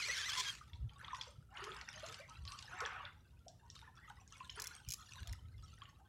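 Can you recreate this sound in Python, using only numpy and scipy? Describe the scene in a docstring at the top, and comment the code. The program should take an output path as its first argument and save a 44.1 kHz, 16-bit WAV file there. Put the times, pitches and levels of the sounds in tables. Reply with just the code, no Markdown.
"""A calm sandy shore, the microphone close to an angler and the water's edge, in light wind.
He winds in for half a second: the ridges of the braided line whirr, hiss and rattle in the rod rings.
Wavelets then fizz, spit and plop on the sand and fade to a dribble: swarms of ringing bubbles, noisy
ticks and gliding hollows. The reel's ratchet clicks in three short runs of struck, damped tones.
Wind is low noise with short thumps on the microphone, over the steady noise of distant water and open air."""
import sys
import numpy as np
from scipy import signal
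from scipy.fft import rfft, irfft, next_fast_len
from scipy.io import wavfile
from scipy.ndimage import uniform_filter1d, map_coordinates

SR = 44100
rng = np.random.default_rng(int(sys.argv[2]) if len(sys.argv) > 2 else 0)


def persist_wave(psi):
    """Save psi, clipped to +-1, as 16-bit WAV."""
    counts = np.round(np.clip(psi, -1, 1) * 32767).astype(np.int16)
    wavfile.write(sys.argv[1], SR, np.atleast_2d(counts).T)


N = 268252  # length in samples

# spectrum of bubbles bursting at the water's edge: freq_hz, gain_db
SHORE_SPECTRUM = [(150, -42), (250, -11), (400, -29.5), (680, -14.5), (988, -4), (1330, 2.5), (2240, -4.5),
                  (5730, -7.5), (9660, -13.5), (16000, -21.5)]
WINDING_STOP_S, SLACK_S = .49, 0.57  # the winding ends, then the line goes slack


def amp(db):
    """Decibels to gain."""
    return 10 ** (np.asarray(db) / 20)


def unit(x):
    """Scale to rms 1."""
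    return x / np.sqrt(np.mean(x ** 2) + 1e-20)


def curves(rows):
    """One value per sample for each column after the time."""
    s, *cols = np.transpose(rows)
    return [np.interp(np.arange(N) / SR, s, c) for c in cols]


def wobble(rate):
    """A smooth random curve, rate knots a second."""
    knots = rng.standard_normal(int(N * rate / SR) + 4)
    return map_coordinates(knots, [np.arange(N) * rate / SR])


def filtered(x, response):
    """x times a response of frequency."""
    m = next_fast_len(len(x) + 8192)  # padded so that the end does not wrap into the start
    return irfft(rfft(x, m) * response(np.fft.rfftfreq(m, 1 / SR)), m)[:len(x)]


def colour(x, points):
    """Shape x with (freq_hz, gain_db) points on a log frequency axis."""
    f, db = np.transpose(points)
    return filtered(x, lambda hz: amp(np.interp(np.log(hz + 1), np.log(f), db)))


def band(x, lo_hz, hi_hz, order=2):
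    """Causal band-pass."""
    sos = signal.butter(order, [lo_hz, min(hi_hz, .49 * SR)], "band", fs=SR, output="sos")
    return signal.sosfilt(sos, x)


def add(track, s, sound):
    """Mix a sound into the track at time s."""
    part = track[max(round(s * SR), 0):][:len(sound)]
    part += sound[:len(part)]


def patchy(x, depth_db):
    """Random gain in clusters a few hundred Hz wide and a few hundredths of a second long."""
    z = signal.stft(x, nperseg=512)[2]
    rows = np.sqrt(np.arange(z.shape[0])) * 3.5  # patches widen toward the treble
    cols = np.arange(z.shape[1]) / 5
    field = map_coordinates(rng.standard_normal((60, 400)), np.meshgrid(rows, cols, indexing="ij"))
    return signal.istft(z * amp(depth_db * field), nperseg=512)[1][:N]


def bubble(t, hz, cycles, rise):
    """A ringing air pocket swells softly, decays by 1/e in so many cycles and glides by the share rise."""
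    age = t * hz / cycles
    phase = cycles * (age + rise * (age - 2 * (1 - np.exp(-age / 2))))
    return np.sin(2 * np.pi * phase) * np.exp(-age) * (1 - np.exp(-3.5 * age))


def winding():
    """Pitch and level of the line: each turn of the slowing rotor tugs it, until the winding stops."""
    # mean speed of the line, as braid ridges passing a ring: time_s, ridge_rate_hz
    line_speed = [(0, 2333), (.12, 2104), (.18, 1598), (.225, 1684), (.275, 1908), (.32, 1622), (.42, 1552),
                  (.46, 1840), (.5, 1468)]
    rotor_hz, slowing_hz_per_s, first_pull_s = 16.2, 8.8, 0.005
    pull_share = 0.0964  # swing of speed within a turn
    line_db, stop_db_per_s = -43.5, 163
    t = np.arange(N) / SR
    (mean_hz,) = curves(line_speed)
    age = t - first_pull_s
    pull = np.cos(2 * np.pi * (rotor_hz * age - slowing_hz_per_s * age ** 2 / 2))
    level_db = line_db - stop_db_per_s * np.maximum(t - WINDING_STOP_S, 0)
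    return mean_hz * (1 + pull_share * pull), level_db


def braid(hz):
    """Ridges strike a ring at an uneven rate; the higher the overtone, the more it smears."""
    # overtones of the passing ridges: harmonic_number, level_db
    overtones = [(1, 8), (2, -5), (3, -5.5), (4, -9)]
    slip_share, flutter_db = 0.0143, 3  # the braid slips unevenly and keeps losing touch with the rings
    speed = 1 + slip_share * wobble(1500) + .008 * wobble(120)
    phase = 2 * np.pi * np.cumsum(hz * speed) / SR
    return sum(amp(level + flutter_db * wobble(109.6)) * np.sin(k * phase) for k, level in overtones)


def fishing_line():
    """Braid ridges whirr through the rings' resonances over a scratchy hiss; the line sticks once."""
    # resonances of the rod rings: freq_hz, gain_db
    ring_spectrum = [(800, -21), (1500, -13), (2150, -3.5), (2650, -9), (3350, 10.5), (3800, -6.5),
                     (4300, 7), (4850, -5.5), (5350, 5), (6600, -3), (7400, -4), (9500, -18.5),
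                     (16000, -27)]
    # friction of the line: freq_hz, gain_db
    rasp_spectrum = [(200, -52), (400, -14.5), (650, -25), (1100, -4.5), (2400, -3), (6000, -6.5),
                     (12000, -25), (16000, -39)]
    # the line snatches and rattles in the rings: middle_s, level_db, half_length_s
    snatches = [(0.301, -40, 0.0069), (.381, -39, 0.011), (0.403, -34.5, 0.0087)]
    whirr_db, hiss_db = -1.5, -2.5  # relative to the level of the winding
    catch_s, catch_half_s, catch_hz, catch_db = 0.3913, 0.026, 1014, -43  # it squeaks on a low note

    hz, db = winding()
    t = np.arange(N) / SR
    taut = np.clip((SLACK_S - t) / (SLACK_S - WINDING_STOP_S), 0, 1)
    whirr = unit(colour(taut * braid(hz), ring_spectrum))
    whirr = whirr * np.sqrt(SLACK_S * SR / N)  # about unit level while the line is taut
    scratch = patchy(rng.standard_normal(N), depth_db=3.5) * amp(3.2 * wobble(500))
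    hiss = unit(colour(scratch, rasp_spectrum))
    # the whirr drops out for about twice as long as the squeak
    stuck = np.exp(-((t - catch_s - catch_half_s / 2) / (2 * catch_half_s)) ** 8)
    running = amp(db) * (amp(whirr_db) * (1 - stuck) * whirr + amp(hiss_db) * hiss)

    squeak_phase = 2 * np.pi * catch_hz * np.cumsum(1 + .03 * wobble(700)) / SR
    squeak_gate = np.exp(-((t - catch_s) / catch_half_s) ** 8)
    squeak = squeak_gate * amp(2 * wobble(150)) * np.sin(squeak_phase)

    swells = sum(amp(level) * np.exp(-((t - s) / length) ** 2) for s, level, length in snatches)
    rattle = unit(colour(rng.standard_normal(N), ring_spectrum)) * swells
    return running + amp(catch_db) * squeak + rattle


def wind():
    """A low rumble on the microphone; single eddies shake it for a few uneven swings."""
    # rumble, raised by 3.5 dB below: time_s, level_db
    rumble_level = [(0, -66.5), (5, -67.5), (5.4, -62.5), (6.08, -70)]
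    # spectrum of the rumble: freq_hz, gain_db
    rumble_spectrum = [(20, -41), (56, 1), (117, -1.5), (242, -19.5), (500, -79)]
    # eddies that hit the microphone: middle_s, level_db, half_length_s
    thumps = [(0.745, -44, 0.015), (0.837, -38, 0.043), (1.389, -47, 0.01), (2.437, -46.5, 0.057),
              (4.89, -43, 0.014), (5.223, -40, 0.011), (5.314, -38.5, 0.026), (5.458, -48.5, 0.035),
              (5.626, -52.5, 0.12)]
    thump_hz = 79.9  # centre pitch of every thump, before the random drift
    (db,) = curves(rumble_level)
    out = amp(db + 3.5) * unit(colour(rng.standard_normal(N), rumble_spectrum))
    t = np.arange(N) / SR
    flutter = 0.2 * unit(band(rng.standard_normal(N), 78, 136.0))
    drift = 1.56 * wobble(60)  # phase in radians
    for s, level_db, length in thumps:
        swell = np.exp(-((t - s) / length) ** 2)
        swing = np.cos(2 * np.pi * thump_hz * (t - s) + drift)
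        out = out + amp(level_db) * swell * (swing + flutter)
    return colour(out, [(20, -23), (50, 0)])  # the microphone is deaf to the slowest pressure swings


def open_air():
    """Distant water and open air: steady shaped noise."""
    # spectrum of the background: freq_hz, gain_db
    air_spectrum = [(100, 3.5), (250, 5.5), (500, -1), (1100, -12), (5000, -20), (12000, -17.5),
                    (14000, -24)]
    return amp(-77.0) * unit(colour(rng.standard_normal(N), air_spectrum))


def wavelets():
    """Levels in dB of splash and of spray: all wavelets share one shape, and their powers add."""
    # wavelets that break on the sand: crest_s, running_length_s, splash_db, fine_spray_db
    breakers = [(0.692, 0.07, -73, -72.5), (0.927, 0.12, -67, -71), (1.036, 0.08, -58.5, -69.5),
                (1.141, 0.14, -60.5, -62), (1.579, 0.24, -50.5, -61.5), (1.883, 0.31, -59.5, -57.5),
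                (2.035, 0.16, -57.5, -60), (2.29, 0.062, -63, -67), (2.476, 0.2, -61, -57.5),
                (2.72, 0.084, -53, -62), (2.81, 0.055, -45.5, -63.5), (2.915, 0.15, -50, -72.5),
                (3.756, 0.022, -71, -64.5), (3.836, 0.041, -65, -96), (3.982, 0.22, -67, -72),
                (4.324, 0.14, -65, -63.5), (4.503, 0.038, -76, -59), (4.582, 0.19, -57, -58.5),
                (4.878, 0.26, -69.5, -60.5), (5.174, 0.18, -65.5, -62.5), (5.617, 0.15, -72, -68.5),
                (5.801, 0.056, -65.5, -74.5)]
    rise_db_per_s, sag_db_per_s = 299, 25  # a wavelet builds, then runs up the sand
    drain_db_per_s = 213  # added to the sag as it sinks away
    trickle_db, seep_db = -81, -85  # splash and spray between wavelets
    spray_lag_s = 0.0018  # the fine spray follows the splash

    def shape_db(age, length):
        """Rise before the crest, slow sag after it, steep drain at the end of the run."""
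        rise = -rise_db_per_s * np.maximum(-age, 0)
        sag = -sag_db_per_s * np.maximum(age, 0)
        return rise + sag - drain_db_per_s * np.maximum(age - length, 0)

    t = np.arange(N) / SR
    splash, spray = amp(trickle_db) ** 2, amp(seep_db) ** 2
    for s, length, splash_db, spray_db in breakers:
        splash = splash + amp(splash_db + shape_db(t - s, length)) ** 2
        spray = spray + amp(spray_db + shape_db(t - s - spray_lag_s, length)) ** 2
    return 10 * np.log10(splash), 10 * np.log10(spray)


def froth(lo_hz, hi_hz, cycles, spread_db, smooth, patchy_db, count, size):
    """A swarm of bubbles between two pitches, on a noise bed of unresolved ones; rms 1."""
    start, pitch, life, strength, glide = rng.random((count, 5)).T[:, :, None]
    hz = lo_hz * (hi_hz / lo_hz) ** pitch
    gain = amp(spread_db * np.minimum(-np.log(1 - strength), 3))  # many weak, a few strong
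    can_glide = hi_hz < SR / 8  # the finest spray bursts before it can glide
    rise = 0.082 / cycles * (glide - .4) * can_glide
    grains = gain * bubble(np.arange(size) / SR, hz, cycles * 2 ** (2 * life - 1), rise)
    places = (start * N).astype(int) + np.arange(size)
    swarm = np.bincount(places.ravel(), grains.ravel(), N)[:N]
    bed = band(rng.standard_normal(N), lo_hz, hi_hz, order=4)
    mix = unit(colour(patchy(unit(swarm) + smooth * unit(bed), patchy_db), SHORE_SPECTRUM))
    power = np.abs(uniform_filter1d(mix ** 2, SR // 16))
    return unit(mix / np.sqrt(power + 0.075))  # every stretch holds about as much air


def crackle(count, size):
    """The finest bubbles burst without ringing: a dense patter of broad ticks; rms 1."""
    strengths = amp(13.4 * rng.standard_normal(count).clip(-2, 2))
    ticks = np.bincount(rng.integers(N, size=count), strengths, N)
    envelope = signal.fftconvolve(ticks, np.hanning(2 * size)[size:] ** 2)[:N]
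    noise = patchy(envelope * rng.standard_normal(N), depth_db=8)
    return unit(colour(band(noise, 2020, 10000), SHORE_SPECTRUM))


def wash():
    """Weak ripples dribble a few bubbles; stronger wavelets churn up dense froth, gurgle and spray."""
    deep_db, deep_grows_db = -17.5, 2.5  # deep gurgle under the splash; its gain in a dense froth
    crackle_db = -2.5  # bursting ticks over ringing fizz in the spray
    clump_db, clumps_per_s = 3.5, 37  # a thin dribble comes in little spurts
    splash_db, spray_db = wavelets()
    churn = np.clip((splash_db + 67.5) / 14, .03, 1)  # share of dense froth
    dense = froth(761.0, 2986, cycles=4.9, spread_db=4.0, smooth=0.85, patchy_db=4.5, count=10000, size=1000)
    dribble = froth(699.5, 2706, cycles=9.5, spread_db=7, smooth=0.057, patchy_db=8.5, count=1400, size=2000)
    deep = froth(325, 802, cycles=3.5, spread_db=8, smooth=0.11, patchy_db=9.0, count=700, size=1800)
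    fizz = froth(2700, 12500, cycles=11, spread_db=5, smooth=.1, patchy_db=6, count=7000, size=500)
    splash = np.sqrt(churn) * dense + np.sqrt(1 - churn) * dribble
    splash = splash + amp(deep_db + deep_grows_db * churn) * deep
    spray = unit(fizz + amp(crackle_db) * crackle(count=1200, size=130))
    spurts = amp(clump_db * (1 - churn) * wobble(clumps_per_s))
    return spurts * (amp(splash_db) * splash + amp(spray_db) * spray)


def gurgles():
    """A hollow in the surface closes: its noisy resonance swells and glides upward."""
    # closing hollows: middle_s, pitch_hz (at the middle, before the random wobble), level_db
    hollows = [(0.04, 432, -62), (0.09, 1273, -58.5), (0.41, 419.5, -61.5), (1.541, 804, -59.5),
               (1.72, 387.6, -58), (1.977, 622, -60), (2.108, 461, -59), (2.241, 2080, -58.5),
               (2.32, 900, -65.5), (2.541, 1149, -52), (2.75, 720, -56), (3.5, 690, -62), (3.65, 950, -64),
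               (3.989, 1360, -65.5), (4.046, 1940, -59), (5.009, 1261, -58), (5.28, 700, -63.5),
               (6.02, 786, -66)]
    out, t = np.zeros(N), np.arange(-SR // 12, SR // 12) / SR
    for s, hz, db in hollows:
        pitch = hz * np.exp(2.0 * t + 0.0626 * wobble(412.6)[:len(t)])
        swell = np.exp(-(t / 0.027) ** 2)
        add(out, s + t[0], amp(db) * swell * np.sin(2 * np.pi * np.cumsum(pitch) / SR))
    return out


def plops():
    """Larger pockets of air close and ring low, wavering as the water moves over them."""
    # large bubbles, started 2 % lower and 6.5 dB up below: start_s, level_db, pitch_hz
    pockets = [(0.083, -53, 540), (0.611, -50, 1340), (1.081, -47.5, 1170), (1.131, -37.5, 1027),
               (1.271, -58, 550), (1.619, -51.5, 396), (1.668, -51, 402.6), (2.03, -46, 645),
               (2.196, -53, 586), (2.818, -45.5, 482), (3.463, -54, 634), (4.101, -52, 924),
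               (4.406, -44, 1060), (4.573, -55, 417), (5.164, -55.5, 986), (5.819, -50, 1182)]
    out, t = np.zeros(N), np.arange(SR // 8) / SR
    for s, db, hz in pockets:
        wavering_s = np.cumsum(1 + 0.085 * wobble(130)[:len(t)]) / SR  # time runs unevenly
        add(out, s, amp(db + 6.5) * bubble(np.abs(wavering_s), hz * .98, cycles=8.7, rise=0.11))
    return out


def drops():
    """A drop is a short noisy spit with a soft tail of falling droplets, and a small ringing bubble."""
    # loudest drops and bursting bubbles, lowered 6.5 dB below: start_s, level_db, pitch_hz
    loud_drops = [(0.733, -39.5, 3390), (0.8936, -44, 3130), (1.0121, -39.5, 1696), (1.046, -34, 3290),
                  (1.0813, -35, 3600), (1.106, -39.5, 1810), (1.147, -36.5, 1910), (1.211, -29.5, 3360),
                  (1.225, -36.5, 5350), (1.2345, -37, 4630), (1.5712, -33, 2920), (1.7178, -33, 3310),
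                  (1.812, -38.5, 1920), (1.936, -46, 2590), (2.4768, -33, 4120), (2.805, -30.5, 1436),
                  (2.852, -26.5, 3330), (2.8596, -28, 1700), (2.861, -32, 5720), (3.052, -31.5, 3480),
                  (3.482, -36.5, 5680), (3.701, -35.5, 5620), (3.7558, -41.5, 4100), (4.1005, -42, 1470),
                  (4.277, -42, 6600), (4.324, -37.5, 6160), (4.403, -38.5, 2670), (4.495, -32.5, 3070),
                  (4.4995, -34, 5220), (4.591, -33, 1700), (5.188, -49.5, 3140), (5.272, -40, 3340),
                  (5.8187, -37, 3200), (5.8543, -41, 2890)]
    out, t = np.zeros(N), np.arange(SR // 12) / SR
    for s, db, hz in loud_drops:
        patter = amp(-9.5 - 60 * t / 0.12 + 1.7 * wobble(560)[:len(t)])
        envelope = amp(-60 * t / 0.012) + patter
        spit = band(rng.standard_normal(len(t)) * envelope, hz * 0.56, hz * 1.39, order=4)
        drop = spit / np.abs(spit).max() + 2.74 * bubble(t, hz, cycles=6.55, rise=0.0049)
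        drop = band(drop, hz * 0.19, hz * 1.4, order=3)  # the soft surface rounds off the attack
        add(out, s, amp(db - 6.5) * drop / np.abs(drop).max())
    return out


def spits():
    """A thin film of water snaps: a sharp tick of noise with no ring."""
    # snapping films: start_s, peak_db
    films = [(1.147, -42), (1.213, -37.5), (1.64, -40), (1.813, -40), (2.063, -39.5), (2.087, -45),
             (2.124, -44), (2.143, -37), (2.452, -41), (2.52, -40), (2.589, -37.5), (2.625, -39.5),
             (2.805, -35.5)]
    t60_s, low_hz, high_hz = 0.023, 2070, 6300  # all ticks die alike and share one band
    out, t = np.zeros(N), np.arange(SR // 50) / SR
    for s, db in films:
        tick = band(rng.standard_normal(len(t)) * amp(-60 * t / t60_s), low_hz, high_hz, order=3)
        add(out, s, amp(db) * tick / np.abs(tick).max())
    return out


def reel():
    """The pawl snaps off each ratchet tooth, rings, and strikes again more softly."""
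    # teeth slipping as the hand turns the reel: start_s, first_blow_peak_db
    teeth = [(4.5995, -31), (4.6203, -31.5), (4.6415, -31.5), (4.671, -30), (4.888, -32.5), (4.9055, -29.5),
             (4.921, -29.5), (4.9375, -28), (5.2734, -42), (5.3272, -41)]
    # ringing modes of the pawl: freq_hz, level_db, t60_s
    pawl_modes = [(2420, -10, 0.02), (4130, -11, 0.011), (5230, 1.5, 0.0072), (5860, -3, 0.012),
                  (6570, 2.5, 0.0077), (7480, -8, 0.016), (10200, -5, 0.0062), (11760, -4.5, 0.0034)]
    rebound_s, rebound_db = 0.0044, -4.5
    out, t = np.zeros(N), np.arange(SR // 25) / SR
    for s, db in teeth:
        for delay, blow_db in [(0, 0), (rebound_s, rebound_db)]:
            ring = 0
            for hz, level, t60 in pawl_modes:
                decay = amp(level + rng.normal(0, 2.1) - 60 * t / t60)  # no two blows alike
                ring = ring + decay * np.sin(2 * np.pi * (hz * t + rng.random()))
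            scrape = .5 * rng.standard_normal(len(t)) * amp(-60 * t / 0.012)
            click = band(ring + scrape, 2680, 22000, order=3)  # so small a part gives no bass
            add(out, s + delay, amp(db + blow_db) * click / np.abs(click).max())
    return out


def scatter(x):
    """A faint, short answer from the beach and the angler's body: a decaying noise tail."""
    t = np.arange(SR // 4) / SR
    tail = band(rng.standard_normal(len(t)), 340, 15800) * amp(-60 * t / 0.36) * (t > .003)
    return signal.fftconvolve(x, tail / np.linalg.norm(tail))[:N]


def scene():
    """Water and tackle close by, over open air and wind."""
    water = wash() + spits() + drops() + plops() + gurgles()
    clicks = reel()
    answer = scatter(amp(-10) * water + amp(-16.5) * clicks)
    return (water + clicks + answer + fishing_line() + wind() + open_air())[None]


def record(dry):
    """The recorder keeps nothing above its band limit."""
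    top_hz = 15900
    return np.array([filtered(x, lambda hz: hz < top_hz) for x in dry])


dry = scene()
out = record(dry)
persist_wave(out)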